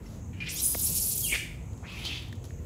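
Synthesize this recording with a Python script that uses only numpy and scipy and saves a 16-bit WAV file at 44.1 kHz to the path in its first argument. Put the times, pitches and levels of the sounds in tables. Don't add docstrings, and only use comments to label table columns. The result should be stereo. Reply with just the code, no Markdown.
import sys
import numpy as np
from scipy import signal
from scipy.fft import rfft, irfft, next_fast_len
from scipy.io import wavfile
from scipy.ndimage import map_coordinates

SR = 44100
rng = np.random.default_rng(int(sys.argv[2]) if len(sys.argv) > 2 else 0)


def attenuation_scalar(level_db):
    decades = np.asarray(level_db, float) / 20
    return 10 ** decades


def generate_wav(sig):
    pcm = np.round(np.clip(np.atleast_2d(sig).T, -1, 1) * 32767).astype(np.int16)
    wavfile.write(sys.argv[1], SR, pcm)


N = 116865

SCREAM_SLOPES_DB = (6, 20)


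def rms_one(x):
    return x / np.sqrt(np.mean(np.abs(x) ** 2) + 1e-20)


def at_hz(points, hz):
    table_hz, values = np.transpose(points)
    return np.interp(np.log(hz), np.log(table_hz), values)


def drift(rate, size):
    r = np.exp(-2 * np.pi * rate / SR)
    settle = 8000
    wander = signal.lfilter([1], [1, -2 * r, r * r], rng.standard_normal(size + settle))
    return rms_one(wander[settle:])


def band(x, low_hz, high_hz):
    return signal.sosfilt(signal.butter(2, [low_hz, high_hz], "band", fs=SR, output="sos"), x)


def pan(db):
    return attenuation_scalar(np.array([[.5], [-.5]]) * db)


def add(out, x, s):
    i = int(s * SR)
    out[..., i:i + x.shape[-1]] += x[..., :N - i]


def distant_air():
    # pitch in Hz, level in dB per Hz.
    air_color = [(30, -20.5), (55, 2.5), (117, -1.5), (384, -18), (1300, -35.5), (2100, -34.5), (3500, -48),
                 (11000, -52)]
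    # pitch in Hz, likeness (1 = the same).
    ear_likeness = [(60, 0.97), (240, 0.95), (950, 0.52), (3770, 0), (15000, 0.91)]
    # pitch in Hz, left-right difference in dB.
    air_side = [(60, -1.5), (300, -4), (2000, -3.5), (15000, -8)]
    white = rng.standard_normal((2, 2, N))
    out = 0
    edges = 22 * 2 ** np.arange(0, 9.9, .5)
    for k, (low, high) in enumerate(zip(edges, edges[1:])):
        mid, side = band(white[k % 2], low, high)
        hz = np.sqrt(low * high)
        alike = np.clip(at_hz(ear_likeness, hz), -1, 1)
        flicker_db = 2.0 * drift(2.4, N)
        gain = attenuation_scalar(at_hz(air_color, hz) + flicker_db) * pan(at_hz(air_side, hz))
        out = out + gain * (np.sqrt(1 + alike) * mid + np.sqrt(1 - alike) * side * [[1], [-1]])
    return attenuation_scalar(-39) * rms_one(out)


def insects():
    period_s, peak_s = 0.766, .22
    t = np.arange(N) / SR
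    swell_db = 11 * np.cos(2 * np.pi * (t - peak_s) / period_s)
    swelling = rms_one(band(rng.standard_normal((2, N)), 6200, 7000))
    steady = rms_one(band(rng.standard_normal((2, N)), 7230, 8000))
    swelling = attenuation_scalar(-70.5 + swell_db + 1.0 * drift(23, N)) * swelling
    return swelling + attenuation_scalar(-67 + 1.9 * drift(2.6, N)) * steady


def scuffs():
    # start in seconds, peak level in dB, left-right difference in dB.
    steps = [(.06, -68, 10), (1.733, -52, 13), (1.776, -50, -8), (1.9244, -54, 21), (1.99, -44, 3),
             (2.052, -35, -7.5), (2.2214, -46.5, -7), (2.2827, -56, -24), (2.326, -46.5, -22),
             (2.3522, -50.5, -22), (2.4414, -51, -30), (2.452, -43, -10)]
    # start in seconds, length in seconds, level in dB, left-right difference in dB.
    drags = [
        (0.0, 0.23, -57, 1.5),
        (0.34, 0.83, -49, -3),
        (1.732, 0.2, -69.5, 15),
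        (1.864, 0.41, -47.5, 0),
        (2.228, 0.086, -69, -22),
        (2.352, 0.052, -70, -12),
        (2.405, 0.15, -64, -16),
        (2.505, 0.21, -71.5, 10),
    ]
    # pitch in Hz, level in dB per Hz.
    leaf_color = [(800, 31.5), (2000, 17.5), (3500, 21.5), (6500, 20), (9000, 9.5), (11000, 18.5),
                  (13500, 5), (16000, 10.5)]
    fade_s, grains_per_s = 0.036, 9200
    strength = np.zeros((2, N))
    t = np.arange(SR // 4) / SR
    for s, db, side_db in steps:
        add(strength, attenuation_scalar(db - 5.5 - 60 * t / fade_s) * pan(side_db), s)
    for s, length, db, side_db in drags:
        add(strength, attenuation_scalar(db) * np.hanning(int(length * SR)) ** .5 * pan(side_db), s)
    grains = (rng.random((2, N)) < grains_per_s / SR) * rng.standard_normal((2, N))
    grains = grains * attenuation_scalar(2.5 * np.minimum(rng.exponential(1, (2, N)), 3))
    hz = np.arange(N // 2 + 1) * SR / N + 1
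    leaves = irfft(rfft(grains) * attenuation_scalar(at_hz(leaf_color, hz)) * hz / (hz + 2000), N)
    return strength * rms_one(leaves)


def knocks():
    # start in seconds, level in dB, pitch in Hz, time to fall by 60 dB in seconds,
    # left-right difference in dB.
    hits = [(.058, -62, 2050, 0.068, -14), (0.063, -58, 5450, 0.067, -2), (.063, -59, 2700, .03, -2),
            (0.7475, -34, 2190, 0.006, -13), (0.749, -17, 510, 0.0011, -12),
            (0.7531, -24, 577, 0.0062, -1.5), (0.752, -44, 2160, 0.024, -7),
            (2.328, -42.5, 1800, 0.011, -13), (2.326, -53, 3620, 0.022, -11),
            (2.507, -47, 1860, 0.0073, -15)]
    out = np.zeros((2, N))
    t = np.arange(SR // 8) / SR
    for s, db, hz, fade_s, side_db in hits:
        ring = np.sin(2 * np.pi * hz * t) * 2
        add(out, attenuation_scalar(db - 60 * t / fade_s) * ring * pan(side_db), s)
    return out


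def thuds():
    # start in seconds, level in dB.
    landings = [
        (0.891, -43),
        (1.322, -38),
        (1.344, -39.5),
    ]
    out = np.zeros((2, N))
    t = np.arange(SR // 8) / SR
    for s, db in landings:
        burst = rng.standard_normal(len(t)) * attenuation_scalar(db + 13.5 - 60 * t / 0.16)
        add(out, band(burst, 200, 660) * pan(-1.6), s)
    return out


def whistles():
    # start in seconds, length in seconds, pitch in Hz, end pitch in Hz, level in dB.
    glides = [(.635, .025, 10900, 11400, -41), (.68, .025, 11500, 10500, -41), (.76, .03, 7900, 7700, -42),
              (.845, .03, 12900, 12000, -40), (.88, .03, 8500, 8000, -41), (.995, .03, 10500, 10200, -39),
              (1.03, .04, 9600, 9400, -41), (1.1, .08, 9200, 9500, -38), (1.05, .04, 11700, 11400, -40),
              (1.848, .028, 1800, 2150, -48), (1.93, .035, 2800, 2550, -45), (2.045, .025, 4400, 4500, -44),
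              (2.058, .03, 3120, 3080, -36), (2.075, .02, 2750, 2700, -44), (2.105, .03, 2550, 2750, -46),
              (2.115, .045, 3400, 3550, -44)]
    out = np.zeros(N)
    size = int(.12 * SR)
    for s, length, hz, end_hz, db in glides:
        along = np.clip(np.arange(size) / SR / length, 0, 1)
        pitch = hz + (end_hz - hz) * along + .014 * hz * drift(100, size)
        tone = np.sin(2 * np.pi * np.cumsum(pitch) / SR)
        fade = np.abs(np.sin(np.pi * along)) ** .5
        add(out, tone * attenuation_scalar(db + 3 * drift(60, size)) * fade, s)
    return out


def voice(rows, roughness, slopes_db, first_db, size, under=0):
    s, *columns = np.transpose(rows)
    t = s[0] + np.arange(size) / SR
    hz, db, mouth, rough = [np.interp(t, s, c) for c in columns + [roughness]]
    phase = 2 * np.pi * np.cumsum(hz * (1 + .011 * drift(129.6, size))) / SR
    blur = signal.butter(4, .28 * np.median(hz), fs=SR, output="sos")
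    sound, power = 0, 1e-12
    for k in np.arange(.5, 16500 / hz.min(), .5):
        octaves = np.log2(k * hz / mouth)
        slope = np.where(octaves < 0, slopes_db[0], -slopes_db[1])
        gain = attenuation_scalar(slope * octaves + first_db * (k == 1)) * (k * hz < 17000)
        a, b = rms_one(signal.sosfilt(blur, rng.standard_normal((2, size))))
        smear = (a * np.sin(k * phase) + b * np.cos(k * phase)) * np.sqrt(.5) * attenuation_scalar(1.7 * drift(12, size))
        if k < 1:
            smear = smear * under * rough
        elif k == 1:
            smear = smear * rough
        clean_db = -2.0 * (k > 1 or under > 0) + 4.5 * drift(40, size)
        clean = np.sqrt(2 * (1 - rough ** .5)) * np.sin(k * phase) * attenuation_scalar(clean_db)
        clean = clean * (k % 1 == 0) * (k * hz < 14200)
        sound = sound + gain * (clean + rough ** .25 * smear)
        power = power + gain ** 2 / 2
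    edge = np.clip(np.minimum(t - s[0], s[-1] - t) / .001, 0, 1)
    tremor = attenuation_scalar(db + .6 * drift(21.0, size))
    out = np.zeros(N)
    add(out, sound / np.sqrt(power) * tremor * edge, s[0])
    return out


def scream():
    # time in seconds, pitch in Hz, level in dB, mouth resonance in Hz.
    climb = [
        (.33, 2280, -58.5, 2270),
        (.402, 2367, -60.5, 2360),
        (.404, 2410, -37, 2300),
        (.455, 2382, -44, 2620),
        (.49, 2529, -31.5, 4540),
        (.53, 3112, -38.5, 11600),
        (.56, 3260, -34, 12300),
        (.59, 3815, -31.5, 8100),
        (.615, 4060, -29.5, 12000),
    ]
    shriek = [
        (.615, 4984, -30, 11700),
        (.636, 5026, -24.5, 10500),
        (.7, 4985, -30, 11700),
        (.76, 5150, -33, 12200),
        (.86, 5463, -26, 11100),
        (.91, 5446, -32, 11600),
        (.97, 5528, -28, 10200),
        (1.13, 5434, -30, 11140),
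        (1.22, 5290, -30.5, 12200),
    ]
    descent = [
        (1.222, 3307, -36.5, 13300),
        (1.245, 3295, -27.5, 12600),
        (1.275, 2740, -32.5, 10900),
        (1.3, 2137, -34, 9500),
        (1.32, 2056, -35.5, 8100),
        (1.355, 2000, -32, 7500),
    ]
    climb_rough = [1, 1, .55, .8, .9, .55, .3, .55, .9]
    shriek_rough = [.9, .35, .55, 1, .8, .98, .7, .92, 1]
    descent_rough = [.3, .15, .2, .4, .95, 1]
    rise = voice(climb, climb_rough, SCREAM_SLOPES_DB, first_db=1.0, size=15000)
    hold = voice(shriek, shriek_rough, SCREAM_SLOPES_DB, first_db=-1.5, size=29000, under=attenuation_scalar(-6))
    hold = signal.sosfilt(signal.butter(6, 2500, "high", fs=SR, output="sos"), hold)
    fall = voice(descent, descent_rough, SCREAM_SLOPES_DB, first_db=6.0, size=8000)
    return rise + hold + fall


def yelp():
    # time in seconds, pitch in Hz, level in dB, mouth resonance in Hz.
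    drop_path = [
        (1.298, 2920, -32, 2900),
        (1.31, 2842, -30.5, 2900),
        (1.326, 2436, -23.5, 2410),
        (1.345, 2029, -24.5, 2130),
        (1.362, 1978, -26.5, 2330),
    ]
    yelp_rough = [.5, .65, .8, .55, .9]
    return voice(drop_path, yelp_rough, SCREAM_SLOPES_DB, first_db=-4.5, size=5000)


def squawk():
    # time in seconds, pitch in Hz, level in dB, mouth resonance in Hz.
    squawk_path = [
        (1.826, 500, -53, 950),
        (1.845, 800, -46, 1700),
        (1.87, 1250, -44, 2800),
        (1.93, 1330, -43, 2800),
        (2.035, 1100, -45, 3100),
        (2.055, 1050, -38, 4000),
        (2.12, 900, -40, 2900),
        (2.16, 950, -40, 3600),
        (2.23, 900, -55, 3300),
    ]
    squawk_rough = [.9] * 9
    return voice(squawk_path, squawk_rough, slopes_db=(15, 21), first_db=3, size=20000)


def forest(x):
    # pitch in Hz, time to fall by 60 dB in seconds.
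    tail_time = [(1000, 0.53), (2500, 0.55), (6000, 0.46), (11000, 0.4), (16000, 0.38)]
    # pitch in Hz, level in dB.
    path_color = [(800, 6), (1600, -4.5), (2400, 3), (4000, -1.5), (6000, 1.5), (8000, -1), (11000, 2),
                  (15000, 3)]
    # pitch in Hz, left-right difference in dB.
    voice_side = [(1000, -9), (3000, -2.5), (8000, -2.5), (14000, 2)]
    size = int(.8 * SR)
    t, tail = np.arange(size) / SR, 0
    edges = 150 * 2 ** np.arange(0, 7.1, 1)
    for low, high in zip(edges, edges[1:]):
        dying = attenuation_scalar(-60 * t / at_hz(tail_time, np.sqrt(low * high)))
        scatter = band(rng.standard_normal((2, size)), low, high)
        tail = tail + scatter * dying / np.sqrt(np.sum(dying ** 2))
    tail = tail * (1 - np.exp(-t / .008)) * attenuation_scalar(-1.5)
    lag = 1 + 4 * drift(4, N)
    late = map_coordinates(x, [np.arange(N) - lag], order=3)
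    grid = next_fast_len(N + size)
    hz = np.arange(grid // 2 + 1) * SR / grid + 1
    heard = rfft(x, grid) * rfft(tail, grid) + rfft([x, late], grid)
    return irfft(heard * attenuation_scalar(at_hz(path_color, hz)) * pan(at_hz(voice_side, hz)), grid)[:, :N]


def scene():
    background = distant_air() + insects()
    ground = scuffs() + knocks() + thuds()
    cries = scream() + yelp() + squawk() + whistles()
    return background + ground + forest(cries)


def band_limit(x):
    return signal.sosfilt(signal.butter(12, 16520, fs=SR, output="sos"), x)


def record(dry):
    cut = signal.sosfilt(signal.ellip(12, .5, 70, 15650, fs=SR, output="sos"), dry)
    return band_limit(cut)


dry = scene()
out = record(dry)
generate_wav(out)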